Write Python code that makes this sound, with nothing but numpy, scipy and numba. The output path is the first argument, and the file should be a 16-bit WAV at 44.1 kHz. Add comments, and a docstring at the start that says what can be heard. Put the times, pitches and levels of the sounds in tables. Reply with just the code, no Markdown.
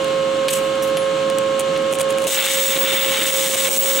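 """A five-blade fan hums in a stick welder's machine: sines on the orders of its shaft, over rushing air.
The rod taps, scratches and sparks on steel: decaying modes and short bursts of coloured noise.
A brief flash dies away; later the arc strikes, a roar and sizzle of tiny discharges with droplet pops
and the inverter's whine. The recorder's look-ahead limiter ducks everything under each loud spark."""
import sys
import numpy as np
from scipy import signal
from scipy.fft import rfft, irfft, next_fast_len
from scipy.io import wavfile
from scipy.ndimage import uniform_filter1d, minimum_filter1d, map_coordinates
from numba import njit

SR = 44100
rng = np.random.default_rng(int(sys.argv[2]) if len(sys.argv) > 2 else 0)


def digitize_waveform(pressure):
    """Quantize a signal to 16-bit integers and store it at the path in sys.argv[1].

    Rows of a 2-D input are taken as channels; values are limited to [-1, 1].
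    """
    field = np.atleast_2d(pressure).T
    bounded = np.clip(field, -1, 1)
    quanta = np.round(bounded * 32767).astype(np.int16)
    wavfile.write(sys.argv[1], SR, quanta)


def elevation(decibels):
    """Turn decibel levels (scalar or array-like) into linear amplitude ratios."""
    levels = np.asarray(decibels, float)
    return 10 ** (levels / 20)


N = 176400

# Likeness of the two channels asked of arc and sparks.
# Each row: frequency in Hz, squared left-right correlation from 0 to 1.
ARC_COHERENCE = [(600, 0.63), (1410, 0.63), (2400, 0.98), (4500, 0.4), (6820, 0.81), (9500, 0.73),
                 (12000, 1)]
# Stereo balance of arc and sparks. Each row: frequency in Hz, left over right in dB.
ARC_BALANCE = [(700, -4), (2400, 1.5), (6800, 0.5), (15000, -1)]


def unit(x):
    """Normalisation by the root mean square: the result has rms 1."""
    return x / np.sqrt(np.mean(x ** 2) + 1e-20)


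def along(points, hz):
    """Interpolation of (Hz, value) points on a logarithmic frequency axis."""
    point_hz, values = np.transpose(points)
    return np.interp(np.log(hz + 1), np.log(point_hz + 1), values)


def curves(rows):
    """Piecewise-linear envelopes: one value per sample for each column after the time."""
    seconds, *columns = np.transpose(rows)
    return [np.interp(np.arange(N) / SR, seconds, column) for column in columns]


def wobble(rate):
    """Band-limited random modulation: a smooth curve through `rate` random knots a second."""
    knots = rng.standard_normal(int(N * rate / SR) + 4)
    return map_coordinates(knots, [np.arange(N) * rate / SR])


def coloured(pair, spectrum, coherence, balance, peaks=()):
    """Minimum-phase filtering of a mid and a side signal, mixed to stereo by coherence and balance."""
    m = next_fast_len(N + 8192)
    hz = np.fft.rfftfreq(m, 1 / SR)
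    floored_db = np.maximum(along(spectrum, hz), -70)
    peaks_db = sum(up / (1 + (2 * (hz - f) / width) ** 2) for f, width, up in peaks)
    # folding the cepstrum onto positive times makes the filter causal
    cepstrum = irfft(np.log(elevation(floored_db + peaks_db)), m)
    cepstrum[1:m // 2] *= 2
    cepstrum[m // 2 + 1:] = 0
    response = np.exp(rfft(cepstrum))
    angle = np.arccos(np.sqrt(np.clip(along(coherence, hz), 0, 1))) / 2
    mid, side = rfft(pair, m) * response * [np.cos(angle), np.sin(angle)]
    lean = elevation(along(balance, hz) / 2)
    return irfft([(mid + side) * lean, (mid - side) / lean], m)[:, :N]


def discharge(spectrum, per_s, spread_db, crackle, flutter_db):
    """Shot noise: random micro-discharges of uneven size mixed with plasma hiss, at rms 1."""
    # Resonances of the room, helmet and microphone housing.
    # Each row: frequency in Hz, width in Hz at half the dB height, height in dB.
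    resonances = [(2260, 130, 5.5), (2687, 32, 11), (2947, 210, 5.5), (3320, 60, -1.5), (3570, 29, 9.5),
                  (6660, 38, 9), (7080, 65, 7.5), (7900, 50, 7.5), (8200, 71, 3), (8500, 100, 8)]
    struck = rng.random(N) < per_s / SR
    sign = np.sign(rng.standard_normal(N))
    clicks = struck * sign * elevation(spread_db * rng.random(N))
    share = np.clip(crackle, 0, 1)
    hiss = rng.standard_normal((2, N))
    pair = np.sqrt(1 - share) * hiss + np.sqrt(share) * np.array([unit(clicks), hiss[1]])
    flutter = elevation(flutter_db * (0.37 * wobble(25.02) + wobble(110)))
    return unit(flutter * coloured(pair, spectrum, ARC_COHERENCE, ARC_BALANCE, resonances))


def arc():
    """Plasma noise in two bands and an inverter ripple tone, each under its own envelope, after a flash."""
    # The burning arc. Each row: time in seconds, roar level in dB, sizzle level in dB.
    arc_levels = [(2.266, -56, -60), (2.272, -22, -14), (2.3, -24.5, -15), (2.34, -15, -12),
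                  (2.4, -13, -18.5), (2.43, -12, -14), (2.52, -14.5, -11), (2.57, -18, -17),
                  (2.66, -17.5, -14), (2.74, -16, -16), (2.77, -24, -24), (2.8, -23.5, -20.5),
                  (2.86, -20, -23), (2.99, -14.5, -18), (3.1, -21.5, -22.5), (3.15, -15.5, -18.5),
                  (3.22, -16, -17.5), (3.28, -18.5, -13.5), (3.35, -19, -17), (3.46, -20, -15),
                  (3.53, -20.5, -14), (3.6, -16.5, -14.5), (3.68, -21.5, -17.5), (3.73, -25.5, -14.5),
                  (3.78, -20.5, -12), (3.81, -22, -15.5), (3.9, -22, -16), (4, -21, -18.5)]
    # Spectrum of the roar. Each row: frequency in Hz, relative power density in dB.
    roar_spectrum = [(350, -35.5), (600, -27.5), (846, -4.5), (1020, -19.5), (1050, -7), (1140, -7),
                     (2180, -2), (2550, -6), (3020, -1.5), (3720, 0.5), (4260, -13), (5200, -13.5),
                     (6760, -62), (11400, -120)]
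    # Spectrum of the sizzle. Each row: frequency in Hz, relative power density in dB.
    sizzle_spectrum = [(2350, -50.5), (4000, -2.5), (4280, -10.5), (5150, -10), (5700, -4), (7500, -3),
                       (8300, 0.5), (8700, -4.5), (9180, -7), (12000, -10), (12900, -5.5), (13800, -16),
                       (14900, -13), (15400, -5)]
    # The inverter's ripple, heard through the arc. Each row: time in seconds, mean rms level in dB.
    whine_levels = [(2.295, -60), (2.315, -27), (2.39, -15), (2.45, -27), (2.53, -30), (2.62, -17.5),
                    (2.75, -18), (2.772, -50), (2.79, -16), (2.9, -26), (2.99, -15), (3.09, -24),
                    (3.145, -30), (3.23, -21), (3.27, -26), (3.32, -17), (3.4, -26), (3.46, -26),
                    (3.55, -27), (3.6, -20), (3.68, -28), (3.72, -16), (3.765, -25), (3.785, -0.5),
                    (3.81, -15), (3.9, -19), (4, -18.5)]
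    # The first flash of arc, which dies. One row: start in seconds, starting level in dB, T60 in seconds.
    first_flash = (.4825, -15, .38)
    # Spectrum of the flash. Each row: frequency in Hz, relative power density in dB.
    flash_spectrum = [(590, -66), (1000, -32), (1150, 4), (1280, -20), (1590, -17), (3080, -4),
                      (4680, -13.5), (7880, -2), (9490, -6), (15100, -11.5), (16000, -30)]
    whine_hz = 15691

    t = np.arange(N) / SR
    start_s, flash_db, t60 = first_flash
    flash_gain = (t > start_s) * elevation(flash_db - 60 * np.abs(t - start_s) / t60)
    flash = flash_gain * discharge(flash_spectrum, per_s=450, spread_db=11, crackle=.15, flutter_db=-3.5)

    roar_db, sizzle_db = curves(arc_levels)
    roar = elevation(roar_db) * discharge(roar_spectrum, per_s=400, spread_db=11.5, crackle=0.5, flutter_db=1.25)
    sizzle = elevation(sizzle_db) * discharge(sizzle_spectrum, per_s=1800, spread_db=12.5, crackle=0.53,
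                                        flutter_db=0.35)

    whine_gain = np.sqrt(2) * elevation(curves(whine_levels)[0] + 1.4 * wobble(30))
    whine = whine_gain * np.sin(2 * np.pi * whine_hz * t + 0.54 * wobble(40))
    burning = t > arc_levels[0][0]
    return flash + burning * (roar + sizzle + whine)


def sparks():
    """Impulse excitation: a sharp crack and brief fizz per spark or pop, gritty noise per drag of the rod."""
    # Sparks as the rod scratches. Each row: time in seconds, relative level in dB.
    scratch_sparks = [(0.0224, -29), (0.0452, -19), (0.0819, -30), (0.756, -30), (1.3004, -15),
                      (1.3853, -10), (1.5979, -7), (1.6028, -13), (1.6074, -14), (1.6142, -20),
                      (1.7762, -25), (1.8222, -28), (1.9133, -26), (1.922, -29), (1.9275, -14),
                      (1.9361, -2), (1.9434, -17), (1.9479, -21), (1.9534, -12), (1.9876, -14),
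                      (1.9929, -22), (2.0066, -17), (2.0135, -12), (2.0197, -24), (2.0301, -20),
                      (2.0438, -27), (2.0907, -27), (2.0965, -29), (2.1068, -19), (2.1135, -26),
                      (2.1249, -20), (2.1764, -28), (2.1846, -11), (2.1961, -25), (2.2031, -27),
                      (2.2298, -28), (2.2411, -15), (2.2512, -29), (2.2694, -6), (2.2768, -6),
                      (2.2827, -10), (2.2924, -1), (1.5945, -10), (.4832, -3), (.4905, -9), (.9706, -17)]
    # Droplets short the arc and pop. Each row: time in seconds, relative level in dB.
    droplet_pops = [(2.4374, -7), (2.5016, -6), (2.5864, -8), (2.6977, -9), (2.775, -3.5), (2.942, -8.5),
                    (3.0066, -12), (3.1914, -3), (3.2177, -6), (3.2417, -8), (3.3112, 5), (3.4426, -2),
                    (3.4979, -0.5), (3.5564, 7), (3.6903, 19.5), (3.7722, 1), (3.789, -4), (3.8494, -8)]
    # The rod drags. 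Each row: start in seconds, length in seconds, relative level in dB.
    scrapes = [(1.589, 0.033, -30), (1.92, 0.051, -25), (1.986, 0.043, -23.5), (2.088, 0.04, -29.5),
               (2.159, 0.14, -37)]
    # Colour of crack, fizz and scrape. Each row: frequency in Hz, relative level in dB.
    spark_spectrum = [(40, -13), (500, 9), (1500, -9), (2910, 1), (5300, -11.5), (6830, -2.5), (9010, 0.5),
                      (11400, -7), (12600, -12.5), (14300, -18.5), (16000, -9)]
    fizz_t60_s, fizz_db = .011, -7  # fizz level against its crack
    spark_db, grit_db = 3, 4.5  # added to all sparks and pops; unevenness of a scrape

    out = np.zeros((2, N + SR))
    t = np.arange(1500) / SR
    for start_s, db in scratch_sparks + droplet_pops:
        burst = elevation(fizz_db - 60 * t / fizz_t60_s) * rng.standard_normal((2, len(t)))
        burst[0, 0] = 2  # the crack, in the mid signal
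        out[:, round(start_s * SR) - 6:][:, :len(t)] += elevation(db + spark_db) * burst
    for start_s, length_s, db in scrapes:
        n = round(length_s * SR)
        envelope = elevation(db + grit_db * wobble(235)[:n]) * np.hanning(n) ** 0.76
        out[:, round(start_s * SR):][:, :n] += envelope * rng.standard_normal((2, n))
    # white noise through the same colour sets the scale
    noise = coloured(rng.standard_normal((2, N)), spark_spectrum, ARC_COHERENCE, ARC_BALANCE)
    return coloured(out[:, :N], spark_spectrum, ARC_COHERENCE, ARC_BALANCE) / np.std(noise)


def taps():
    """Modal synthesis: rod and plate ring in decaying modes, with filtered noise for knock and rattle."""
    # Touches of rod on plate. Each row: start in seconds, rise time constant in seconds,
    # then relative levels of rod, plate and knock in dB.
    touches = [(.4828, .0005, -40, -45, 1), (.821, .006, -35, -27, -26), (.8715, .002, -42, -38, -30),
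               (.9695, .0005, -26, -45, -12), (1.299, .0005, -55, -55, -19), (1.7615, .0005, -55, -55, -15)]
    # Modes of the rod. Each row: frequency in Hz, relative level in dB, T60 in seconds.
    rod_modes = [(696, 5.5, 0.038), (3110, 1, .1), (3440, 5, 0.057), (10400, -3, 0.28), (11600, -4, .06)]
    # Modes of the plate. Each row: frequency in Hz, relative level in dB, T60 in seconds.
    plate_modes = [(2945, -3, .12), (5868, 2, .065), (8172, -8, .07), (14640, -8, .04)]
    out = np.zeros(N + SR)
    t = np.arange(SR // 2) / SR

    def ring(modes):
        """Free vibration: a sum of exponentially decaying sines with slightly unsteady phase."""
        return sum(elevation(db - 60 * t / t60) * np.sin(2 * np.pi * hz * t + .5 * wobble(300)[:len(t)])
                   for hz, db, t60 in modes)

    def noise_burst(band_hz, t60):
        """Damped broadband excitation: band-passed noise decaying exponentially."""
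        band_pass = signal.butter(2, band_hz, "band", fs=SR)
        return elevation(-60 * t / t60) * signal.lfilter(*band_pass, rng.standard_normal(len(t)))

    for start_s, rise_s, rod_db, plate_db, knock_db in touches:
        knock = noise_burst([1400, 4200], .06)
        rattle = noise_burst([5000, 15000], .12)
        rod = elevation(rod_db) * ring(rod_modes)
        plate = elevation(plate_db) * (ring(plate_modes) + elevation(5.5) * rattle)
        blow = rod + plate + elevation(knock_db) * knock
        out[round(start_s * SR):][:len(t)] += blow * (1 - np.exp(-t / abs(rise_s)))
    return out[:N] * elevation([[.6], [-.6]])  # left, right in dB


def fan():
    """Rotor noise: harmonics of the shaft rate, slightly unsteady in level, over broadband air noise."""
    # Rate at which blades pass. Each row: time in seconds, frequency in Hz.
    blade_pass = [(0.0, 536.8), (2.88, 540.1), (2.97, 539.4), (4.0, 539.2)]
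    # Tones of the fan. Each row: shaft order, mean rms level in dB, left over right in dB,
    # phase lead of the left in radians.
    shaft_tones = [(2, -44.5, -1.5, 0), (3, -42, -6.5, 0.025), (4, -37, 3, -0.4), (5, -21, -7.5, 0.53),
                   (7, -59.5, -5, 0.068), (10, -32.5, -5.5, -0.8), (12, -41.5, 8, -0.24),
                   (15, -44.5, -2.5, 0.2), (20, -44.5, -2, 0), (27, -44.5, 0, 0), (28, -52, 0, 0),
                   (39, -52.5, -5, 0)]
    # Spectrum of the air. Each row: frequency in Hz, relative power density in dB.
    air_spectrum = [(15, -84), (30, -28), (80, -27), (125, -20), (160, -10), (200, -16.5), (300, -10),
                    (400, -16), (600, -18), (936, -20.5), (1400, -18.5), (2100, -25), (2910, -18.5),
                    (4200, -25.5), (5000, -33.5), (7000, -30.5), (8300, -32.5), (9500, -44), (12000, -48),
                    (16000, -60)]
    # Likeness of the air's channels. 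Each row: frequency in Hz, squared left-right correlation.
    air_coherence = [(60, 0.63), (130, 0.96), (290, 0.76), (640, 0.31), (1410, 0.32), (3100, 0.2),
                     (6820, 0.43), (11000, 1)]
    blades, air_db, air_swell_db = 5, -28.5, .5

    shaft_hz = curves(blade_pass)[0] / blades
    shaft_angle = 2 * np.pi * np.cumsum(shaft_hz) / SR
    side = np.array([[.5], [-.5]])  # left, right
    tones = 0
    for order, db, left_db, lead in shaft_tones:
        gain = np.sqrt(2) * elevation(db + left_db * side + 0.95 * wobble(6.08))
        phase = round(order) * shaft_angle + lead * side + rng.uniform(0, 2 * np.pi)
        tones = tones + gain * np.sin(phase)
    noise = rng.standard_normal((2, N)) * elevation(air_swell_db * wobble(9.2))
    air = coloured(noise, air_spectrum, air_coherence, [(100, 0), (3000, .6)])
    return tones + elevation(air_db) * unit(air)


def shop(x):
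    """Reverberation: convolution with noise in which each frequency dies at its own speed."""
    # Decay of the workshop. Each row: frequency in Hz, T60 in seconds.
    decay = [(300, .5), (3000, 0.99), (12000, 0.083)]
    hz, t, z = signal.stft(rng.standard_normal((2, SR // 2)), SR, nperseg=256)
    fade = elevation(-60 * t / along(decay, hz)[:, None])
    tail = signal.istft(z * fade, SR, nperseg=256)[1]
    tail = tail / np.linalg.norm(tail[0])
    return signal.fftconvolve(x.mean(0)[None], tail, axes=1)[:, :N]


def scene():
    """Superposition: the hits get the room, while the steady sources already carry it."""
    shop_db = -16
    hits = sparks() + taps()
    return arc() + hits + fan() + elevation(shop_db) * shop(hits)


@njit
def recover(gain, step):
    """Exponential release: gain falls at once and climbs back smoothly."""
    out = gain.copy()
    for i in range(1, len(out)):
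        out[i] = min(gain[i], out[i - 1] + step * (1 - out[i - 1]))
    return out


def limiter(dry):
    """Feed-forward gain control: stereo-linked, looking ahead and listening harder to treble."""
    ceiling_db, treble_weight = -9, 0.27
    look_ahead_s, release_s = .003, .027
    detect_s = .0001  # averaging time of the detector, so the sharpest cracks overshoot
    peak = np.abs(dry + treble_weight * np.diff(dry, prepend=0)).max(0)
    peak = np.abs(uniform_filter1d(peak, round(detect_s * SR)))
    ahead = round(look_ahead_s * SR)
    need = minimum_filter1d(np.minimum(1, elevation(ceiling_db) / (peak + 1e-9)), 2 * ahead + 1)
    gain = uniform_filter1d(recover(need, 1 / (release_s * SR)), ahead)
    return dry * gain


def top_cut(x):
    """Nothing passes above the cut-off."""
    return signal.sosfilt(signal.butter(12, 17150, fs=SR, output="sos"), x)


def record(dry):
    """Dynamic limiting, then a band limit by zeroing the spectrum above its top frequency."""
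    top_hz = 15790
    m = next_fast_len(N + 4096)
    passed = np.fft.rfftfreq(m, 1 / SR) < top_hz
    kept = irfft(rfft(limiter(dry), m) * passed, m)[:, :N]
    return top_cut(kept)


dry = scene()
out = record(dry)
digitize_waveform(out)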